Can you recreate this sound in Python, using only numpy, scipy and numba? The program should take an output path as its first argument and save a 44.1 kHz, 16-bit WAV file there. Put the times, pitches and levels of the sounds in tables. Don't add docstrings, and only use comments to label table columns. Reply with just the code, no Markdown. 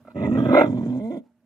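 import sys
import numpy as np
from scipy import signal
from scipy.fft import rfft, irfft, next_fast_len
from scipy.io import wavfile
from scipy.ndimage import uniform_filter1d, minimum_filter1d
from numba import njit

SR = 44100
rng = np.random.default_rng(int(sys.argv[2]) if len(sys.argv) > 2 else 0)


def ratio_of_db(decibels):
    return 10 ** (np.asarray(decibels, float) / 20)


def unload_audio(sound):
    columns = np.transpose(np.atleast_2d(sound))
    steps = np.round(np.clip(columns, -1, 1) * 32767)
    wavfile.write(sys.argv[1], SR, steps.astype(np.int16))


N = 63945

# [f/Hz, level/dB]
MURMUR = [(40, -4.5), (100, -2.5), (230, 1), (400, -13), (700, -23.5), (1300, -18.5), (4000, -36),
          (15000, -38.5)]
MURMUR_DB, MURMUR_EARLY_DB, MURMUR_PATCHY_DB = -62.5, 11, 2
# [f/Hz, width/Hz, level/dB]
HUM = [(238, 5.3, -67.5), (610, 17, -80), (740, 25, -97), (870, 19, -91.5)]
# [t/s, f/Hz, level/dB, length/s]
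HUM_SWELLS = [(-0, 610, 6.5, .02), (1.263, 238, 13.5, 0.022), (1.268, 870, 17, 0.034),
              (1.305, 740, 19, 0.011), (1.298, 610, 4, 0.023), (1.4, 610, -4, 0.013),
              (1.44, 610, 4.5, 0.0148)]

ROOM_DB, ROOM_T60_S, WALL_CUT_HZ, SIDE_FROM_HZ = -19.5, 0.22, 1300, 290

# [t/s, peak level/dB, extra level away from the main ring/dB]
SMACKS = [
    (0.0496, -40, 6.5),
    (.072, -45.5, 17.5),
    (0.0817, -28.5, -1),
]
# [f/Hz, level/dB, t60/s]
LIP_RINGS = [(610, -4, .025), (1314, -14, 0.021), (253, -18.5, 0.18), (2160, -34.5, 0.0144)]
LIP_SOFT_HZ = 260
SNUFFLE_S = (.045, .09, .118, .14)
SNUFFLE_DB, SNUFFLE_OPEN = -52.5, 1

# [t/s, level/dB]
RUMBLE = [(0, -78), (.065, -47.5), (.09, -76.5), (.115, -61), (.14, -71), (0.159, -40.5), (.28, -31),
          (.46, -41.5), (.52, -55.5), (.85, -57), (.93, -51), (1.041, -44), (1.07, -58), (1.2, -82.5)]
RUMBLE_HZ, RUMBLE_WIDTH_HZ = 90, 50

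# [f/Hz, width/Hz, level/dB mouth shut, gain/dB wide open]
HISS = [(3127, 250, -41, -2), (4010, 420, -59.5, 10.5), (4900, 490, -60, -10), (5670, 240, -55.5, 3.5),
        (6710, 2100, -49, 7), (9340, 1500, -55, 7), (12150, 990, -57.5, 16.5), (14500, 1500, -57.5, 16)]
HISS_LIKENESS = 0.14
HISS_FOLLOWS = 0.71
HISS_PAN_DB, HISS_PAN_TOP_DB = -4.5, -2.4
FANG_RISE = 0.15

# [f/Hz, width/Hz, level/dB mouth shut, gain/dB wide open, share f rises wide open]
THROAT = [(118, 34.1, -0.5, -1, 0.28), (232.8, 71.4, 5, -6, 0.26), (578, 100.7, -16, 20.5, 0.0047),
          (937.7, 113, -29.5, 21.5, 0.034), (1207, 83, -30, 21, 0.12), (1600, 160, -37.5, 9, 0.0033),
          (1953, 76.3, -37, 34.5, 0.028), (2350, 287, -49, 26, 0.01), (3464, 410, -35, 20, 0.16)]
# [left minus right/dB, left leads/rad]
ARRIVAL = [(-2, .05), (-3.4, .25), (-1, .75), (-3, 1.0), (-5, 1.4), (-5, 1.6), (-6.5, .8), (-6, -1.0),
           (-3, -2.0)]
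THROAT_CUT_HZ, WANDER, WANDER_DB = 3306, .015, 1.5
NOSE_HZ, NOSE_WIDTH_HZ, NOSE_SHARE = 486, 260, 0.22

# [t/s, pitch f/Hz, level/dB, roughness 0-1, mouth opening 0-1]
GROWL = [
    (.146, 96.14, -38.5, 0.23, 0.15),
    (.165, 96, -29, 0.37, 0.42),
    (.2, 100.6, -26.5, 0.4, 0.29),
    (.24, 105.7, -22.5, 0.44, 0.38),
    (.29, 104.1, -22, 0.32, 0.31),
    (.325, 123.9, -18.5, 0.7, 0.16),
    (.35, 128.6, -20, 0.28, 0.44),
    (.375, 134.5, -17, 0.54, 0.3),
]
# [t/s, pitch f/Hz, level/dB, roughness 0-1, mouth opening 0-1]
SNARL = [
    (.375, 124.3, -16.5, 0.75, 0.33),
    (.425, 118, -18, 0.82, 0.26),
    (.46, 116.9, -18.5, 0.68, 0.49),
    (.51, 128.3, -17.5, 0.67, 0.43),
    (.55, 140.1, -10, 0.64, 0.86),
    (.585, 142.9, -4, .9, 1.02),
    (.625, 145.5, -15.5, 1, 0.88),
    (.685, 129, -28.5, 0.88, 0.26),
]
# [t/s, pitch f/Hz, level/dB, roughness 0-1, mouth opening 0-1]
GROAN = [
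    (.66, 123.1, -22.5, .6, 0.23),
    (.73, 125.8, -24, 0.64, 0.039),
    (.8, 121.6, -26, .72, 0.059),
    (.86, 118, -24, .45, 0.014),
    (.905, 126.7, -23.5, 0.39, 0.13),
    (.94, 124.8, -29.5, 0.18, 0.44),
    (.982, 139.6, -24.5, 0.29, 0.22),
    (1.0, 132.7, -33, 0.23, 0.44),
]
# [t/s, pitch f/Hz, level/dB, roughness 0-1, mouth opening 0-1]
WHIMPER = [
    (.998, 200.1, -32, 0.24, 0.2),
    (1.025, 210.6, -30, 0.043, 0.2),
    (1.055, 222.7, -28, 0.021, 0.39),
    (1.097, 239, -29, .04, 0.3),
    (1.112, 325.4, -27, 0.5, 0.24),
    (1.132, 349.9, -31, 0.27, 0.22),
    (1.152, 329.8, -32, .45, 0.27),
    (1.176, 221.5, -27, 0.29, 0.094),
    (1.205, 219, -52.5, 0.6, 0.28),
]
GROWL_SHAPE = 0.42, [0.3, 3.1, 5.5, 0, 2.5, 6, -8], [0.089, 0.1, 1.4, 12, 0.5, 6.4, 0.1], [-17.5, -9.5,
               -12.5, -2.5, 2.5, -7, -5.5, 1.5]
SNARL_SHAPE = 0.88, [0.9, -0.74, 5.5, 6, -4, 0, -5.5], [1.8, -1.8, -0.75, -1.9, 0.5, 4, -3], [8.5, -8, -4.5,
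               2.5, -1, -2, 3, 0]
GROAN_SHAPE = 0.45, [2, 7.5, -13.5, 2.5, -2.5, 3.5, -3.5], [3.5, -1.5, 14.5, -5.5, 2, 0, 0.5], [-7, 8.5,
               8.5, 0.5, 5.5, 3, -4, -2]
WHIMPER_SHAPE = 0.011, [8, 4.5, -3, -18, 6, 3.5, 1.5], [-1, 3, 15.5, -6.5, 2, -2.5, -1.5], [-10.5, 7.5, 6.5,
                 1.5, 2, 11, -6, 3.5]
# [t/s, depth/dB, length/s]
CATCHES = [(0.312, 9.5, 0.0044), (0.321, -1.5, 0.015), (0.348, 6, .008), (0.368, 7.5, .005),
           (0.401, 7.5, 0.0052), (0.413, 6, 0.0034), (.45, 4.5, .007), (0.482, 8.5, 0.0073),
           (0.543, 7.5, 0.0059), (0.55, -5, 0.0065), (0.564, 6.5, .004), (0.58, 5, 0.0041),
           (0.585, 3, .006), (0.607, 11, .007), (0.618, -6.5, 0.0081), (0.629, 6, 0.0097),
           (0.692, 1, 0.009), (0.76, 1, 0.0075), (0.807, 6, 0.0079), (0.854, 4.5, 0.0095),
           (0.877, 4, 0.0034), (1.12, 2.5, .004), (1.165, 8, 0.005)]
RELEASE_SHARE = .45
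FADE_S, PULSE_CUT_HZ, SECOND_FULL_AT = 0.0031, 736, 0.17
BREATH_DB, BREATH_FROM_HZ, RASP_DB = -18, 1810, -10.5
JITTER, JITTER_HZ, SHIMMER_DB, FLUTTER_DB, FLUTTER_HZ = .105, 70, 2.6, 1.3, 28
CHEST_BELOW_HZ = 170
GAPE_FROM, GAPE_CHEST_DB = .62, -43.5

LIMIT, LOW_CUT_HZ = .8, 82


def rms_one(x):
    return x / np.sqrt(np.mean(x ** 2) + 1e-20)


def evened(x):
    power = uniform_filter1d(uniform_filter1d(np.mean(x ** 2, axis=0), size=900), size=900)
    return x / np.sqrt(power + 1e-12)


def drift(hz):
    r = np.exp(-2 * np.pi * hz / SR)
    return rms_one(signal.lfilter([1], [1, -2 * r, r * r], rng.standard_normal(N + 9000))[9000:])


def filtered(x, order, hz, kind="low"):
    return signal.sosfilt(signal.butter(order, hz, kind, fs=SR, output="sos"), x)


def tilt(db):
    return ratio_of_db(np.array([[db], [-db]]))


@njit
def resonate(x, hz, width, sr):
    out, r = np.zeros(len(x)), np.exp(-np.pi * width / sr)
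    for i in range(2, len(x)):
        push = (1 - r * r) / 2 * (x[i] - x[i - 2])
        out[i] = push + 2 * r * np.cos(2 * np.pi * hz[i] / sr) * out[i - 1] - r * r * out[i - 2]
    return out


def hum():
    t, out = np.arange(N) / SR, 0
    for hz, width, db in HUM:
        level_db = db + 2.2 * drift(15)
        for s, at_hz, up_db, length in HUM_SWELLS:
            if abs(at_hz / hz - 1) < 1 / 10:
                level_db = level_db + up_db * np.exp(-((t - s) / length) ** 2)
        tone = resonate(rng.standard_normal(N), np.full(N, 1. * hz), width, SR)
        out = out + ratio_of_db(level_db) * rms_one(tone)
    return out * tilt(-1.7)


def far_murmur():
    out, edges = 0, 35 * 2 ** np.arange(0, 8.9, .4)
    hz, db = np.transpose(MURMUR)
    white = rng.standard_normal((2, 2, N))
    for k, (low, high) in enumerate(zip(edges, edges[1:])):
        mid, side = filtered(white[k % 2], 2, [low, high], "band")
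        gain = ratio_of_db(np.interp(np.log(low * high) / 2, np.log(hz), db) + MURMUR_PATCHY_DB * drift(24))
        spread = np.clip(low / 3000, .15, 1) * side * [[1], [-1]]
        out = out + gain * (mid * tilt(-1.5) + spread)
    sinking = ratio_of_db(MURMUR_EARLY_DB * np.linspace(1, 0, N))
    return sinking * (ratio_of_db(MURMUR_DB - 9) * rms_one(out) + hum())


def room(x):
    size = next_fast_len(N + SR)
    turn = np.exp(-2j * np.pi * np.arange(size // 2 + 1) / size)
    dull = np.exp(-2 * np.pi * WALL_CUT_HZ / SR)
    wall = (1 - dull) / (1 - dull * turn)
    answer = np.zeros((2, len(turn)), complex)
    for k, lag in enumerate(rng.integers(700, 1900, size=16)):
        loop = ratio_of_db(-60 * lag / SR / ROOM_T60_S) * wall * turn ** lag
        answer[k % 2] += loop / (1 - loop) * (-1) ** (k // 2)
    left, right = irfft(answer * rfft(x.mean(axis=0), size), size)[:, :N]
    side = filtered(left - right, 2, SIDE_FROM_HZ, "high")
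    return (left + right) * tilt(-1.6) + side * [[1], [-1]]


def smacks():
    out = np.zeros(N)
    for hz, db, t60 in LIP_RINGS:
        clicks = np.full(N, 1e-18)
        for s, peak_db, thin_db in SMACKS:
            extra_db = thin_db * (not 500 < hz < 700)
            clicks[int(s * SR)] = ratio_of_db(peak_db + db + 2.0 + extra_db + rng.normal())
        r, w = ratio_of_db(-60 / (t60 * SR)), 2 * np.pi * hz / SR
        ring = signal.lfilter([0, np.sin(w)], [1, -2 * r * np.cos(w), r * r], clicks)
        out += resonate(ring, np.full(N, 1. * hz), LIP_SOFT_HZ, SR)
    return filtered(out, 2, 1700) * tilt(-1.5)


def snuffle():
    gusts = rng.standard_normal(N) * ratio_of_db(5.9 * drift(90))
    shape_db = [-11, 3.0, 11.5, 3.0, -9.0, 8.5, 6]
    air = evened(throat(gusts, np.full(N, SNUFFLE_OPEN), shape_db, np.zeros(7)))
    return ratio_of_db(SNUFFLE_DB) * np.interp(np.arange(N) / SR, SNUFFLE_S, [0, 1, 1, 0]) * air


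def rumble():
    s, db = np.transpose(RUMBLE)
    centre = np.full(N, 1. * RUMBLE_HZ)
    shaking = resonate(rng.standard_normal(N), centre, RUMBLE_WIDTH_HZ, SR)
    shaking = resonate(shaking, centre, RUMBLE_WIDTH_HZ, SR)
    return ratio_of_db(np.interp(np.arange(N) / SR, s, db)) * tilt(-1) * rms_one(shaking)


def hiss(mouth, shape_db):
    out = 0
    for (hz, width, db, open_db), extra_db in zip(HISS, shape_db):
        centre = hz * (1 + FANG_RISE * mouth * (hz < 3600))
        mid, side = (resonate(resonate(w, centre, width, SR), centre, width, SR)
                     for w in rng.standard_normal((2, N)))
        alike = np.clip(HISS_LIKENESS * np.cos(np.pi * (hz - 2500) / 9000) * 4, -.8, .8)
        wide = rms_one(np.sqrt(1 + alike) * mid + np.sqrt(1 - alike) * side * [[1], [-1]])
        pan_db = HISS_PAN_DB if hz < 9000 else HISS_PAN_TOP_DB
        out = out + ratio_of_db(db + extra_db + open_db * mouth + 2.5 * drift(21)) * wide * tilt(pan_db / 2)
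    return out


def throat(source, mouth, shape_db, shift, chest_db=0):
    out, n = np.zeros((2, N)), np.arange(N)
    swallowed = resonate(source, np.full(N, 1. * NOSE_HZ), NOSE_WIDTH_HZ, SR)
    source = source - np.clip(NOSE_SHARE * (1 - mouth), 0, 1) * swallowed
    shifts, extras_db = [0, 0, *shift], [chest_db, 0, *shape_db]
    for k, ((hz, width, db, open_db, rise), (pan_db, lead)) in enumerate(zip(THROAT, ARRIVAL)):
        centre = hz * (1 + shifts[k] / 100 + rise * mouth + WANDER * drift(4.8))
        level_db = db + open_db * mouth + extras_db[k] + WANDER_DB * drift(7.9) * (k > 2)
        rung = resonate(resonate(source, centre, 1.824 * width, SR), centre, 1.367 * width, SR)
        rung = rung * ratio_of_db(level_db) * (-1) ** k
        lag = lead / (2 * np.pi * hz) * SR / 2
        out += tilt(pan_db / 2) * [np.interp(n + lag, n, rung), np.interp(n - lag, n, rung)]
    return filtered(out, 8, THROAT_CUT_HZ)


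def catches(t):
    depth = 0
    for at, depth_db, length in CATCHES:
        span = length * np.where(t > at, RELEASE_SHARE, 1)
        depth = depth + depth_db * np.exp(-((t - at) / span) ** 2)
    return ratio_of_db(-depth)


def voice(rows, second, throat_db, shift, hiss_db):
    s, *columns = np.transpose(rows)
    t = np.arange(N) / SR
    hz, db, rough, mouth = (np.interp(t, s, c) for c in columns)
    rough, mouth = np.clip(rough, 0, 1), np.clip(mouth, 0, 1.2)

    turns = np.cumsum(hz * np.exp(JITTER * rough * drift(JITTER_HZ))) / SR
    cycle = (2 * turns).astype(int)
    second_share = second * np.clip(rough / SECOND_FULL_AT, .3, 1)
    shimmer = ratio_of_db(SHIMMER_DB * rough * rng.standard_normal(1999)[cycle])
    strength = shimmer * np.where(cycle % 2, second_share, 1)
    pulses = filtered(np.diff(cycle, prepend=0) * strength + 1e-18, 2, PULSE_CUT_HZ)
    rasp = ratio_of_db(RASP_DB) * rough * strength * np.exp(-1.5 * (2 * turns % 1)) * rng.standard_normal(N)

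    breath = ratio_of_db(BREATH_DB) * filtered(rng.standard_normal(N), 2, BREATH_FROM_HZ, "high")
    caught = catches(t)
    flutter = ratio_of_db(FLUTTER_DB * rough * drift(FLUTTER_HZ))
    source = flutter * (rasp - pulses) + (0.13 + .9 * rough) * breath / caught ** 0.5
    chest_db = -14 * (hz > CHEST_BELOW_HZ) + GAPE_CHEST_DB * np.maximum(mouth - GAPE_FROM, 0)
    tone = ratio_of_db(db) * evened(throat(source, mouth, throat_db, shift, chest_db))

    puffs = 0.79 + np.exp(-2.5 * (turns % 1))
    air = ratio_of_db(HISS_FOLLOWS * (db + 23) - 34.5 + 6.5) * hiss(mouth, hiss_db) * puffs
    sounding = np.clip(np.minimum(t - s[0], s[-1] - t) / FADE_S + .5, 0, 1)
    return sounding * (caught * tone + caught ** 0.2 * air)


def scene():
    calls = voice(GROWL, *GROWL_SHAPE) + voice(SNARL, *SNARL_SHAPE)
    calls = calls + voice(GROAN, *GROAN_SHAPE) + voice(WHIMPER, *WHIMPER_SHAPE)
    dog = calls + smacks() + snuffle() + rumble()
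    return dog + ratio_of_db(ROOM_DB) * room(dog) + far_murmur()


def top_cut(x):
    return signal.sosfilt(signal.butter(12, 15410, fs=SR, output="sos"), x)


def record(dry):
    safe_gain = np.minimum(1, LIMIT / (np.abs(dry).max(axis=0) + 1e-9))
    safe_gain = minimum_filter1d(safe_gain, size=441)
    held = dry * uniform_filter1d(uniform_filter1d(safe_gain, size=200), size=200)
    mix = filtered(held, 4, LOW_CUT_HZ, "high")
    return top_cut(mix)


dry = scene()
out = record(dry)
unload_audio(out)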